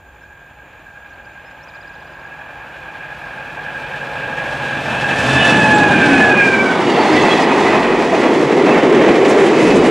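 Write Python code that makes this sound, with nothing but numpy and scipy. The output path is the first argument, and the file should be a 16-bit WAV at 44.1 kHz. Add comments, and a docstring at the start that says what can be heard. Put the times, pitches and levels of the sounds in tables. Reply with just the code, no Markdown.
"""A diesel freight train passes at speed a few metres from a pair of microphones.
The engine drones in harmonics of its crankshaft rate and the locomotive's wheels sing as resonant modes,
dropping in pitch by the Doppler effect as each bogie goes by. Loaded, then empty container wagons roar past as
filtered noise that throbs with wheel turns and sleepers, amid squeals, knocks and booms.
A small bird trills in swept sine tones while the train is far off, over faint air noise with a thin whine."""
import sys
import numpy as np
from scipy import signal
from scipy.fft import rfft, irfft
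from scipy.io import wavfile
from scipy.ndimage import uniform_filter1d, minimum_filter1d

SR = 44100
rng = np.random.default_rng(int(sys.argv[2]) if len(sys.argv) > 2 else 0)


def waveform_to_disk(signal):
    """Save audio, clipped to [-1, 1], as 16-bit WAV at the path in sys.argv[1]."""
    frames = np.transpose(np.atleast_2d(signal))
    scaled = np.clip(frames, -1, 1) * 32767
    samples = np.round(scaled).astype(np.int16)
    wavfile.write(sys.argv[1], SR, samples)


N = 436590
T = np.arange(N) / SR  # seconds
HZ = np.maximum(np.arange(N // 2 + 1) * SR / N, 1)  # spectrum bins

SPEED, TRACK_M, SOUND_SPEED = 30.0, 9.0, 343.0  # m/s, m, m/s
WHEEL_TURN_HZ, SLEEPER_HZ = 11.7, 43.14
CAB_ABREAST_S = 5.304


def undb(db):
    """Amplitude ratio: 20 dB is a factor of ten."""
    return 10 ** (np.asarray(db) / 20)


def unit(x):
    """Normalisation: scale to rms 1."""
    return x / np.sqrt(np.mean(np.abs(x) ** 2))


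def contour(points):
    """Spectral envelope: (Hz, value) points joined on a log-frequency axis."""
    hz, value = np.transpose(points)
    return np.interp(np.log(HZ), np.log(hz), value)


def walk(rate):
    """Low-pass random modulation: a smooth wander with spread near 1, renewed `rate` times a second."""
    k = max(int(SR / rate), 2)
    steps = np.repeat(rng.standard_normal(N // k + 1), k)
    return 1.2 * uniform_filter1d(steps, k)[:N]


def swell(s, length):
    """Gaussian envelope: a bell-shaped rise and fall around a moment."""
    return np.exp(-.5 * ((T - s) / length) ** 2)


def after(s):
    """Elapsed time: seconds gone by since a moment, 0 before it."""
    return np.maximum(T - s, 0)


def ramp(start_s, length_s):
    """Linear crossfade: 0 before the start, 1 once the length has passed."""
    return np.clip((T - start_s) / length_s, 0, 1)


def throb(hz, wander):
    """Amplitude modulation: a swell once a cycle; the axles in earshot drift in and out of step."""
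    return np.sqrt(2) * np.cos(2 * np.pi * np.cumsum(hz * (1 + wander * walk(5))) / SR)


def resonance(hz, width, steady=0.32):
    """Randomly driven mode: a wider one wanders faster in phase; friction evens out its size."""
    slow = np.arange(0, N, 16)  # the swing is computed at every 16th sample
    pole = np.exp(-np.pi * width * 1.5 * slow[1] / SR)
    push = rng.standard_normal(len(slow)) + 1j * rng.standard_normal(len(slow))
    swing = signal.lfilter([1], [1, -2 * pole, pole ** 2], push)
    swing = unit(swing / np.abs(swing) ** min(steady, 1))
    in_phase = np.interp(T, slow / SR, swing.real)
    quadrature = np.interp(T, slow / SR, swing.imag)
    phase = 2 * np.pi * np.cumsum(hz * np.ones(N)) / SR
    return np.sqrt(2) * (in_phase * np.cos(phase) + quadrature * np.sin(phase))


def passing(pass_s):
    """Doppler effect: pitch factor and nearness (1 when abreast) of a point on the train."""
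    along = SPEED * (T - pass_s)
    distance = np.hypot(along, TRACK_M)
    return 1 / (1 + SPEED / SOUND_SPEED * along / distance), TRACK_M / distance


def approach(level_s, doubling_db, db_per_m):
    """Spreading and ground loss: dB of an oncoming source, rising to 0 as it draws level."""
    distance = np.hypot(SPEED * np.maximum(level_s - T, 0), TRACK_M)
    return -doubling_db * np.log2(distance / TRACK_M) - db_per_m * (distance - TRACK_M)


# Level difference, left minus right, of a source abreast.
# Each row: frequency in Hz, difference in dB.
MIC_BALANCE = [(300, 0), (900, -.7), (2200, -1.4), (4000, -2.5), (6500, -4.8), (9500, -3), (13000, 0)]
# Phase lead of the left microphone for a source abreast. Each row: frequency in Hz, lead in radians.
MIC_PHASE = [(200, 0), (1300, -.18), (4000, -.12), (10000, 0)]


def abreast(x, start_s=5.1, end_s=5.561):
    """Shadowing: with the train to the right, the camera body shades the left capsule from its treble."""
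    half = np.array([[.5], [-.5]])
    gain = undb(half * contour(MIC_BALANCE))
    turn = np.exp(1j * half * contour(MIC_PHASE))
    shaded = irfft(rfft(x) * gain * turn, N)
    return x + ramp(start_s, end_s - start_s) * (shaded - x)


# Colour of the steady background, with a peak for the whine. Each row: frequency in Hz, relative level in dB.
AIR = [(30, 12), (3000, 8.5), (6200, -14), (6550, 3), (6720, 16.5), (6950, 3), (7600, 1), (8500, -7),
       (12000, -6.5), (14300, 4), (15500, -4.5)]


def air(level_db=-60.5, side_share=0.68):
    """Stationary filtered noise: a faint background with a thin high whine, as mid and side."""
    noise = rfft(rng.standard_normal((2, N)))
    mid, side = unit(irfft(noise * undb(contour(AIR)), N)) * undb(level_db)
    return mid, side_share * side


# The bird's opening notes.
# Each row: start in seconds, length in seconds, start pitch in Hz, end pitch in Hz, level in dB.
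BIRD_NOTES = [(.21, 0.04022, 5354, 5200, -65.5), (1.095, 0.02196, 5750, 5950, -61),
              (1.128, .022, 3950, 4700, -56.5), (1.243, .022, 4300, 5348, -56),
              (1.3, 0.01807, 3501, 3989, -56), (1.447, 0.048, 5060, 5190, -55.5),
              (1.5, .03, 5150, 5200, -63), (1.6, 0.024, 3500, 4650, -53), (1.625, 0.024, 4900, 6104, -50)]
TRILL_S, TRILL_STEP_S, TRILL_DB = 1.68, .0637, -50


def bird(count=10, fade_db=.8, scatter_db=1.1, flatten_hz=18):
    """Frequency sweeps: slurred notes, then a trill of rises and steep falls that dies away."""
    notes = list(BIRD_NOTES)
    for k, (up, down) in enumerate(scatter_db * rng.standard_normal((count, 2))):
        s, db = TRILL_S + k * TRILL_STEP_S, TRILL_DB - fade_db * k
        notes.append((s, .017, 4550, 5300 - flatten_hz * k, db + up))
        notes.append((s + .015, .018, 4600, 3250, db + .3 + down))
    out = np.zeros(N)
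    for s, length, start_hz, end_hz, db in notes:
        n, i = int(length * SR), int(s * SR)
        envelope = np.sin(np.linspace(0, np.pi, n))
        phase = 2 * np.pi * np.cumsum(np.linspace(start_hz, end_hz, n)) / SR
        out[i:i + n] += undb(db) * envelope * np.sin(phase)
    return out


# Brushes of wheel flanges against the rail. Each row: centre in seconds, half length in seconds, level in dB.
SCUFFS = [(9.3, .014, -35), (9.397, .014, -39), (9.458, 0.022, -39), (9.63, 0.02, -38.5),
          (9.685, 0.011, -37), (9.77, 0.014, -36), (9.87, .02, -38.5)]


def scuffs(lo_hz=5200, hi_hz=9300):
    """Sliding friction: flanges of the empty wagons brush the rail in short bursts of band-passed noise."""
    band = signal.butter(3, [lo_hz, hi_hz], "band", fs=SR, output="sos")
    hiss = unit(signal.sosfilt(band, rng.standard_normal(N)))
    return hiss * sum(undb(db) * swell(s, length) for s, length, db in SCUFFS)


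# Blows of worn wheels on the rail.
# Each row: start in seconds, ring pitch in Hz, level in dB before the blow's envelope.
KNOCKS = [(6.994, 800, -12), (7.08, 900, -13), (7.145, 860, -15.5), (7.233, 900, -10.5),
          (7.392, 780, -13.5), (7.51, 950, -14), (7.665, 1050, -19), (8.126, 684, -9.5), (8.57, 498, -12),
          (9.07, 546, -10.5), (9.3, 540, -12.5)]


def wheel_knocks(decay_s=0.015, lowest_hz=150, ring_width_hz=200, thud_hz=330, thud_db=-6):
    """Impact excitation: worn patches on the wagon wheels knock the rail, at first about once a turn."""
    out = 0
    for s, hz, db in KNOCKS:
        # each blow builds up as the patch meets the rail, then dies away
        blow = 2 * (np.exp(-after(s) / decay_s) - np.exp(-4 * after(s) / decay_s))
        ring = resonance(hz, ring_width_hz, steady=0.7)
        thud = undb(thud_db) * resonance(thud_hz, 160)
        out = out + undb(db) * blow * (ring + thud)
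    return signal.sosfilt(signal.butter(4, lowest_hz, "high", fs=SR, output="sos"), out)


def bogie(modes, pass_s, beam, drift=.0025, waver_db=1.06):
    """Modal radiation: rail roughness rings wheel modes, beamed ahead or aside, wavering as contact shifts.

    Returns the sound and its power."""
    doppler, near = passing(pass_s)
    side_on = np.minimum(near / beam, 1)
    pitch = doppler * (1 + drift * walk(6))
    sound, power = 0, 0
    for hz, width, ahead_db, side_db in modes:
        gain = undb(ahead_db + (side_db - ahead_db) * side_on + waver_db * walk(7))
        sound = sound + gain * resonance(hz * pitch, width, steady=0.52)
        power = power + gain ** 2
    return near * sound, near ** 2 * power


# Wagon bogies. Each row: closest approach in seconds, relative level in dB.
WAGON_BOGIES = [(6.949, -24), (7.201, -27), (7.7, -31), (8.3, -35.5), (8.949, -39), (9.6, -41), (10.2, -26)]
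# Wagon wheel modes at rest.
# Each row: pitch in Hz, nominal width in Hz, head-on level in dB, side-on level in dB.
WAGON_WHEEL = [(1990, 30, -7, -9), (2130, 53, -6, -8), (2726, 39, -10, -7.5), (3240, 56, -19, -14),
               (3600, 105.5, -17, -12.5), (4480, 50, -22, -16.5)]


def wagon_wheels(enter_s=6.48, rise_s=0.62):
    """Doppler-shifted modes: each wagon bogie rings as it sweeps past."""
    rings = 0
    for pass_s, db in WAGON_BOGIES:
        sound, _ = bogie(WAGON_WHEEL, pass_s, beam=0.47)
        rings = rings + undb(db) * sound
    return ramp(enter_s, rise_s) * rings


# Hums, booms, thumps and lingering wheel rings at a steady pitch.
# Each row: centre in seconds, pitch in Hz, nominal width in Hz, half length in seconds, level in dB.
BOOMS = [(4.5, 539.5, 98, 0.65, -34), (5.33, 128, 10, 0.075, -23.5), (5.38, 83.7, 10, .07, -28),
         (6.107, 286, 22, 0.09, -15.5), (6.2, 87.7, 10, .06, -31), (6.25, 391, 87, 0.25, -21),
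         (7.14, 305, 9.4, 0.047, -14), (7.2, 145.6, 30, 0.037, -26.5), (7.87, 44.9, 14, .167, -41.5),
         (7.7, 2518, 70, 0.38, -32.5), (7.8, 1890, 79, .45, -30), (8.46, 159.6, 25, 0.021, -23.5),
         (8.715, 2610, 104, .035, -25.5), (9.5, 390.4, 27, .32, -17), (9.694, 2570, 84, 0.12, -27.5),
         (9.76, 185, 62, 0.093, -20.5)]


def booms_and_rings():
    """Brief resonances: low hums, booms and thumps, and higher wheel rings, each swelling for a moment."""
    return sum(undb(db) * swell(s, length) * resonance(hz, width, steady=0.56)
               for s, hz, width, length, db in BOOMS)


# Squeals, one list each for the locomotive's front and rear bogies and the first wagon bogie.
# Each row: centre in seconds, pitch then in Hz, nominal width in Hz, half length in seconds, level in dB.
SQUEALS = [
    [(5.0, 2620, 30, 0.27, -37), (5.39, 3490, 43, .014, -26), (5.42, 3505, 35, .15, -32),
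     (5.435, 2940, 45, .022, -21), (5.47, 2610, 28, .13, -23), (5.485, 3510, 70, .016, -24.5),
     (5.55, 2930, 45, .03, -27), (5.65, 2535, 33, .025, -20.5), (5.73, 848, 9, 0.12, -15),
     (5.751, 7590, 80, .0035, -29.5), (5.765, 7680, 160, 0.0044, -34), (5.96, 2455, 40, .05, -22.5),
     (6.21, 745, 11.4, 0.1, -20.5)],
    [(6.1, 826, 12, 0.23, -21.5), (6.18, 2514, 35, .04, -21), (6.43, 2415, 55, 0.058, -15.5),
     (6.54, 2355, 45, .014, -14), (6.605, 2320, 36, 0.018, -17), (6.675, 2290, 25, 0.021, -23),
     (6.73, 3385, 25, .035, -36)],
    [(6.88, 2890, 25, .04, -30), (7.015, 4530, 50, .015, -34), (7.08, 4260, 50, .02, -36),
     (7.137, 4940, 50, .008, -35), (7.157, 4540, 50, .012, -34), (7.175, 1990, 60, 0.017, -18),
     (7.2, 3400, 110, .03, -31), (7.227, 6420, 199.7, .004, -32), (7.275, 2635, 28, 0.064, -23),
     (7.31, 1950, 45, .08, -23), (7.323, 3330, 43.2, 0.014, -19.5), (7.33, 4030, 37.8, .016, -28.5),
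     (7.39, 3290, 50, .04, -33), (7.43, 4950, 40, .011, -35), (7.5, 2520, 35, .06, -30),
     (7.69, 2000, 60, .025, -24.5)],
]


def squeals(flutter_db=1.5):
    """Stick-slip: three bogies squeal in broken bursts, falling in pitch by the Doppler effect."""
    out = 0
    passes = (LOCO_BOGIES[0][0], LOCO_BOGIES[1][0], WAGON_BOGIES[0][0])
    for pass_s, bursts in zip(passes, SQUEALS):
        doppler, _ = passing(pass_s)
        for s, hz, width, length, db in bursts:
            grip = undb(db + flutter_db * walk(45))
            pitch = hz * doppler / np.interp(s, T, doppler)
            out = out + grip * swell(s, length) * resonance(pitch, width, steady=0.8)
    return out


# Exhaust lines. Each row: multiple of the crankshaft rate, relative level from afar in dB, and close by in dB.
EXHAUST = [(3, -2, -23), (5, -14, -10), (6, -6, -14), (7, -12, -7), (8, 3.5, 4), (9, 6, -3), (11, -1, -11),
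           (16, -17, 3), (20, -17, 3), (26, -16, 0.5)]
EXHAUST_BEAM = 0.44  # nearness from which the close levels hold
CRANK_HZ, ENGINE_PASS_S = 15.15, 5.95
DRONE_DB, DRONE_DOUBLING_DB, DRONE_DB_PER_M = -30.5, 4, 0.18  # gain, losses with distance
DRONE_MASKED_S, DRONE_FADE_DB_PER_S = 5.93, 28


def exhaust(waver_db=1.2):
    """Harmonic series: a low hum from afar, higher lines close by, masked by the wagons once past."""
    doppler, near = passing(ENGINE_PASS_S)
    turn = 2 * np.pi * np.cumsum(CRANK_HZ * doppler * (1 + 0.00348 * walk(7.9))) / SR
    close = np.minimum(near / EXHAUST_BEAM, 1)
    drone = 0
    for k, far_db, close_db in EXHAUST:
        line_db = far_db + (close_db - far_db) * close + waver_db * walk(6)
        drone = drone + undb(line_db) * np.sin(round(k) * turn + rng.uniform(0, 2 * np.pi))
    drone_db = DRONE_DB + approach(CAB_ABREAST_S, DRONE_DOUBLING_DB, DRONE_DB_PER_M)
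    return drone * undb(drone_db - DRONE_FADE_DB_PER_S * after(DRONE_MASKED_S))


# Locomotive bogies. Each row: closest approach in seconds, relative level in dB.
LOCO_BOGIES = [(5.96, -1.5), (6.48, 0.5)]
# Locomotive wheel modes at rest.
# Each row: pitch in Hz, nominal width in Hz, head-on level in dB, side-on level in dB.
LOCO_WHEEL = [(765.5, 39, -6.5, -8.5), (1415, 13, -9.5, -26), (1461.2, 7.8, 0.5, -27),
              (1503, 10.3, 0, -9.5), (1502, 100, -2, -11), (1601, 33, -14, 5.5), (2200, 106, -7, -15.5),
              (2394, 51, -15.5, -3), (2690, 47, -30, -19), (3000, 60, -21, -34), (3208.5, 29.9, -28, -22)]
# Dips and swells of the song. Each row: centre in seconds, half length in seconds, change in dB.
SONG_WAVERS = [(.2, 0.3, -1), (1.556, 0.042, -3.5), (2.17, .13, -2.5), (2.38, .06, 3), (2.65, .12, -2),
               (3.513, .025, 0.5), (3.78, 0.055, -0.5), (4.856, 0.036, -5), (5.27, .04, -4.5)]
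SONG_DB, SONG_DOUBLING_DB, SONG_DB_PER_M = -18, 3.0, 0.1  # level before the flare, losses with distance
# it flares as the cab draws level, holds, sags as the rear bogie leaves, and stops
SONG_ATTACK_S, SONG_FLARE_DB = 0.064, 4.5
SONG_SAG_S, SONG_SAG_DB_PER_S, SONG_STOP_S, SONG_STOP_DB_PER_S = 6.32, 16, 6.73, 150


def wheel_song(flutter_db=0.77):
    """Modal singing: the locomotive's two bogies ring, masked by the wagons once they are past."""
    song_db = SONG_DB + approach(CAB_ABREAST_S + SONG_ATTACK_S, SONG_DOUBLING_DB, SONG_DB_PER_M)
    song_db = song_db + SONG_FLARE_DB * np.minimum(after(CAB_ABREAST_S) / SONG_ATTACK_S, 1)
    song_db = song_db - SONG_SAG_DB_PER_S * after(SONG_SAG_S) - SONG_STOP_DB_PER_S * after(SONG_STOP_S)
    song_db = song_db + sum(db * swell(s, length) for s, length, db in SONG_WAVERS)
    song, power = 0, 0
    for pass_s, db in LOCO_BOGIES:
        sound, strength = bogie(LOCO_WHEEL, pass_s, beam=0.6)
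        # the microphone looks up the line, so a bogie fades once it is behind
        heard = undb(db) / np.hypot(1, (after(pass_s) / 0.18) ** 2)
        song, power = song + heard * sound, power + heard ** 2 * strength
    beat_db = 0.84 * throb(SLEEPER_HZ, 0.03968) + 1.25 * throb(WHEEL_TURN_HZ, 0.12)
    return song / np.sqrt(power) * undb(song_db + beat_db + flutter_db * walk(35))


def rattle(per_s, decay_s):
    """Random impulses: loose fittings knock with a sudden rise and short decay; returns the envelope."""
    knocks = (rng.random(N) < per_s / SR) * rng.uniform(0.3, 1, N)
    return signal.lfilter([1], [1, -np.exp(-1 / (decay_s * SR))], knocks)


# Rolling-noise parts, in order: ground rumble, deck drone, rail roar, wheel ring, contact hiss.
# Each row: low edge in Hz, high edge in Hz, trim in dB, weight of the throb, weight of the flutter.
PARTS = [(36, 116, -1, 0, -0.5), (122.4, 510, 0, 0.8, 0.56), (517, 1520, -1.1, 0.9356, 0.86),
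         (1554, 3810, 4, 1, 1.07), (3620, 15700, -0.5, 0.72, 0.9)]
# Loudness of the same parts. Each row: moment of drawing level in seconds, level before trim in dB beside
# the locomotive, beside loaded wagons and beside empty flats, loss in dB per doubling of distance,
# loss in dB per metre, share of a surge.
PART_LEVELS = [(5.44, -33.5, -42, -45, 6, -0.05, .6), (5.645, -16.5, -16.5, -10.5, 9.0, 0, 0.37),
               (5.58, -18, -18, -17.5, 4, 0.0952, 0.95), (5.48, -28, -31, -28.5, 3, 0.12, 0.94),
               (5.4, -34.5, -37, -38.5, 5, .108, 0.66)]
# Colour of the rolling noise from afar, beside the locomotive, beside loaded wagons and beside empty flats.
# Each row: frequency in Hz, relative level in dB; each part is levelled separately.
FAR = [(25, -23.5), (50, -10.5), (100, -14), (150, -6.5), (210, -11.5), (330, -9.5), (430, -12.5),
       (540, -1.5), (660, .3), (830, 2), (1200, -3), (1600, -1.5), (2000, -12), (2450, -7.5), (3500, -20),
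       (6000, -31.5), (12000, -41.5)]
LOCO = [(25, -37), (75, -14), (140, -4.5), (260, 0.5), (395, -8.5), (480, -6.5), (650, -4.5), (1200, -13),
        (1600, -12.5), (2000, -20.5), (2700, -18), (4000, -25), (8000, -32.5), (9800, -39), (11500, -51.5),
        (15000, -56.5)]
WAGONS = [(25, -56), (50, -40), (85, -27), (150, -10), (220, -4), (380, 0), (560, -7), (850, -6),
          (1450, -15.5), (1950, -12.5), (2700, -20), (4000, -28.5), (7000, -36), (9500, -44.5),
          (11500, -56), (15000, -59.5)]
FLATS = [(25, -58), (50, -39), (85, -31), (150, -14.5), (270, -4.5), (390, 0), (520, -6), (900, -13),
         (1450, -20), (2000, -16.5), (2600, -23.5), (3100, -27.5), (4000, -33), (7000, -38), (9500, -48),
         (11500, -58.5), (15000, -64)]
# Unrelated share at the two microphones. Each row: frequency in Hz, side relative to mid in dB.
DIFFUSE = [(40, -26), (130, -36.5), (400, -29.5), (1000, -28), (2200, -15), (4000, -30.5), (8000, -17),
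           (11500, -2), (15000, -13.5)]
# Surges as groups of axles roll by.
# Each row: centre in seconds, half length in seconds, rise in dB before each part's share, extra hiss in dB.
SURGES = [(5.46, 0.15, 2.5, 3.5), (6.2, 0.084, 2, .5), (7.205, .19, 5, 2.5), (7.714, 0.14, 3.5, -1),
          (8.28, 0.084, 1.3, 1.5), (8.73, 0.073, 4, -1.5), (9.035, 0.11, 3.6, -0.5), (9.35, 0.089, 3, 2),
          (9.73, 0.19, 1.5, 3.5)]


def rolling(rattle_share=0.53, hiss_above_hz=6000):
    """Roughness excitation: wheels shake ground, decks and rails, surging with axles; mid and side."""
    arrived, wagons, flats = ramp(3.2, 2.16), ramp(5.9, 1.02), ramp(7.7, 1.43)
    stages = [(FAR, 1 - arrived), (LOCO, arrived * (1 - wagons)),
              (WAGONS, wagons * (1 - flats)), (FLATS, flats)]
    beat = throb(WHEEL_TURN_HZ, 0.1) * 0.67 + throb(SLEEPER_HZ, 0.05) * 0.62
    knocks = 1 + rattle_share * arrived * rattle(per_s=22, decay_s=0.013)
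    knocks = knocks / uniform_filter1d(knocks, SR // 2)  # keeps the local mean level
    surge_db, hiss_db = sum(np.outer([db, extra_db], swell(s, length)) for s, length, db, extra_db in SURGES)
    spread = np.array([np.ones(len(HZ)), undb(contour(DIFFUSE))])
    noises = [rfft(rng.standard_normal((2, N))) * spread * undb(contour(colour)) for colour, _ in stages]
    out = 0
    for (lo_hz, hi_hz, trim_db, throb_weight, flutter_weight), levels in zip(PARTS, PART_LEVELS):
        level_s, loco_db, loaded_db, empty_db, doubling_db, db_per_m, surge_share = levels
        wagon_db = loaded_db * (1 - flats) + empty_db * flats
        db = loco_db * (1 - wagons) + wagons * wagon_db
        db = db + approach(level_s, doubling_db, db_per_m) + surge_share * surge_db
        db = db + (hi_hz > hiss_above_hz) * hiss_db
        band = 1 / (1 + (lo_hz / HZ) ** 12) / (1 + (HZ / hi_hz) ** 12)
        part = 0
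        for noise, (_, share) in zip(noises, stages):
            x = irfft(noise * band, N)
            part = part + np.sqrt(share) * x / np.std(x[0])
        # knocks stand out most in the treble
        clatter = knocks ** min(hi_hz / hiss_above_hz, 1)
        modulation_db = throb_weight * beat + flutter_weight * walk(18)
        out = out + part * clatter * undb(db + trim_db + modulation_db)
    return out


def scene(song_right=0.076, bird_left=0.3526):
    """Superposition: train, bird and background add at a close pair of microphones."""
    sides = np.array([[1], [-1]])  # left, right
    air_mid, air_side = air()
    background = air_mid + sides * air_side
    roar_mid, roar_side = rolling()
    gear = wagon_wheels() + booms_and_rings() + squeals() + wheel_knocks() + scuffs()
    train = abreast(roar_mid + gear + sides * roar_side)
    train = train + exhaust() + wheel_song() * (1 - song_right * sides)
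    return train + bird() * (1 + bird_left * sides) + background


LIMIT, LIMITER_S, TOP_HZ = .9, 0.0022, 15400  # peak, window, low-pass edge


def record(dry):
    """Peak limiting: a fast gain holds the loudest peaks below full scale, then the top is cut."""
    size = 2 * int(LIMITER_S * SR / 2) + 1
    needed = LIMIT / np.maximum(np.abs(dry).max(axis=0), LIMIT)
    gain = uniform_filter1d(minimum_filter1d(needed, size), size)
    low_pass = signal.ellip(10, .2, 80, TOP_HZ, fs=SR, output="sos")
    return signal.sosfilt(low_pass, dry * gain)


dry = scene()
out = record(dry)
waveform_to_disk(out)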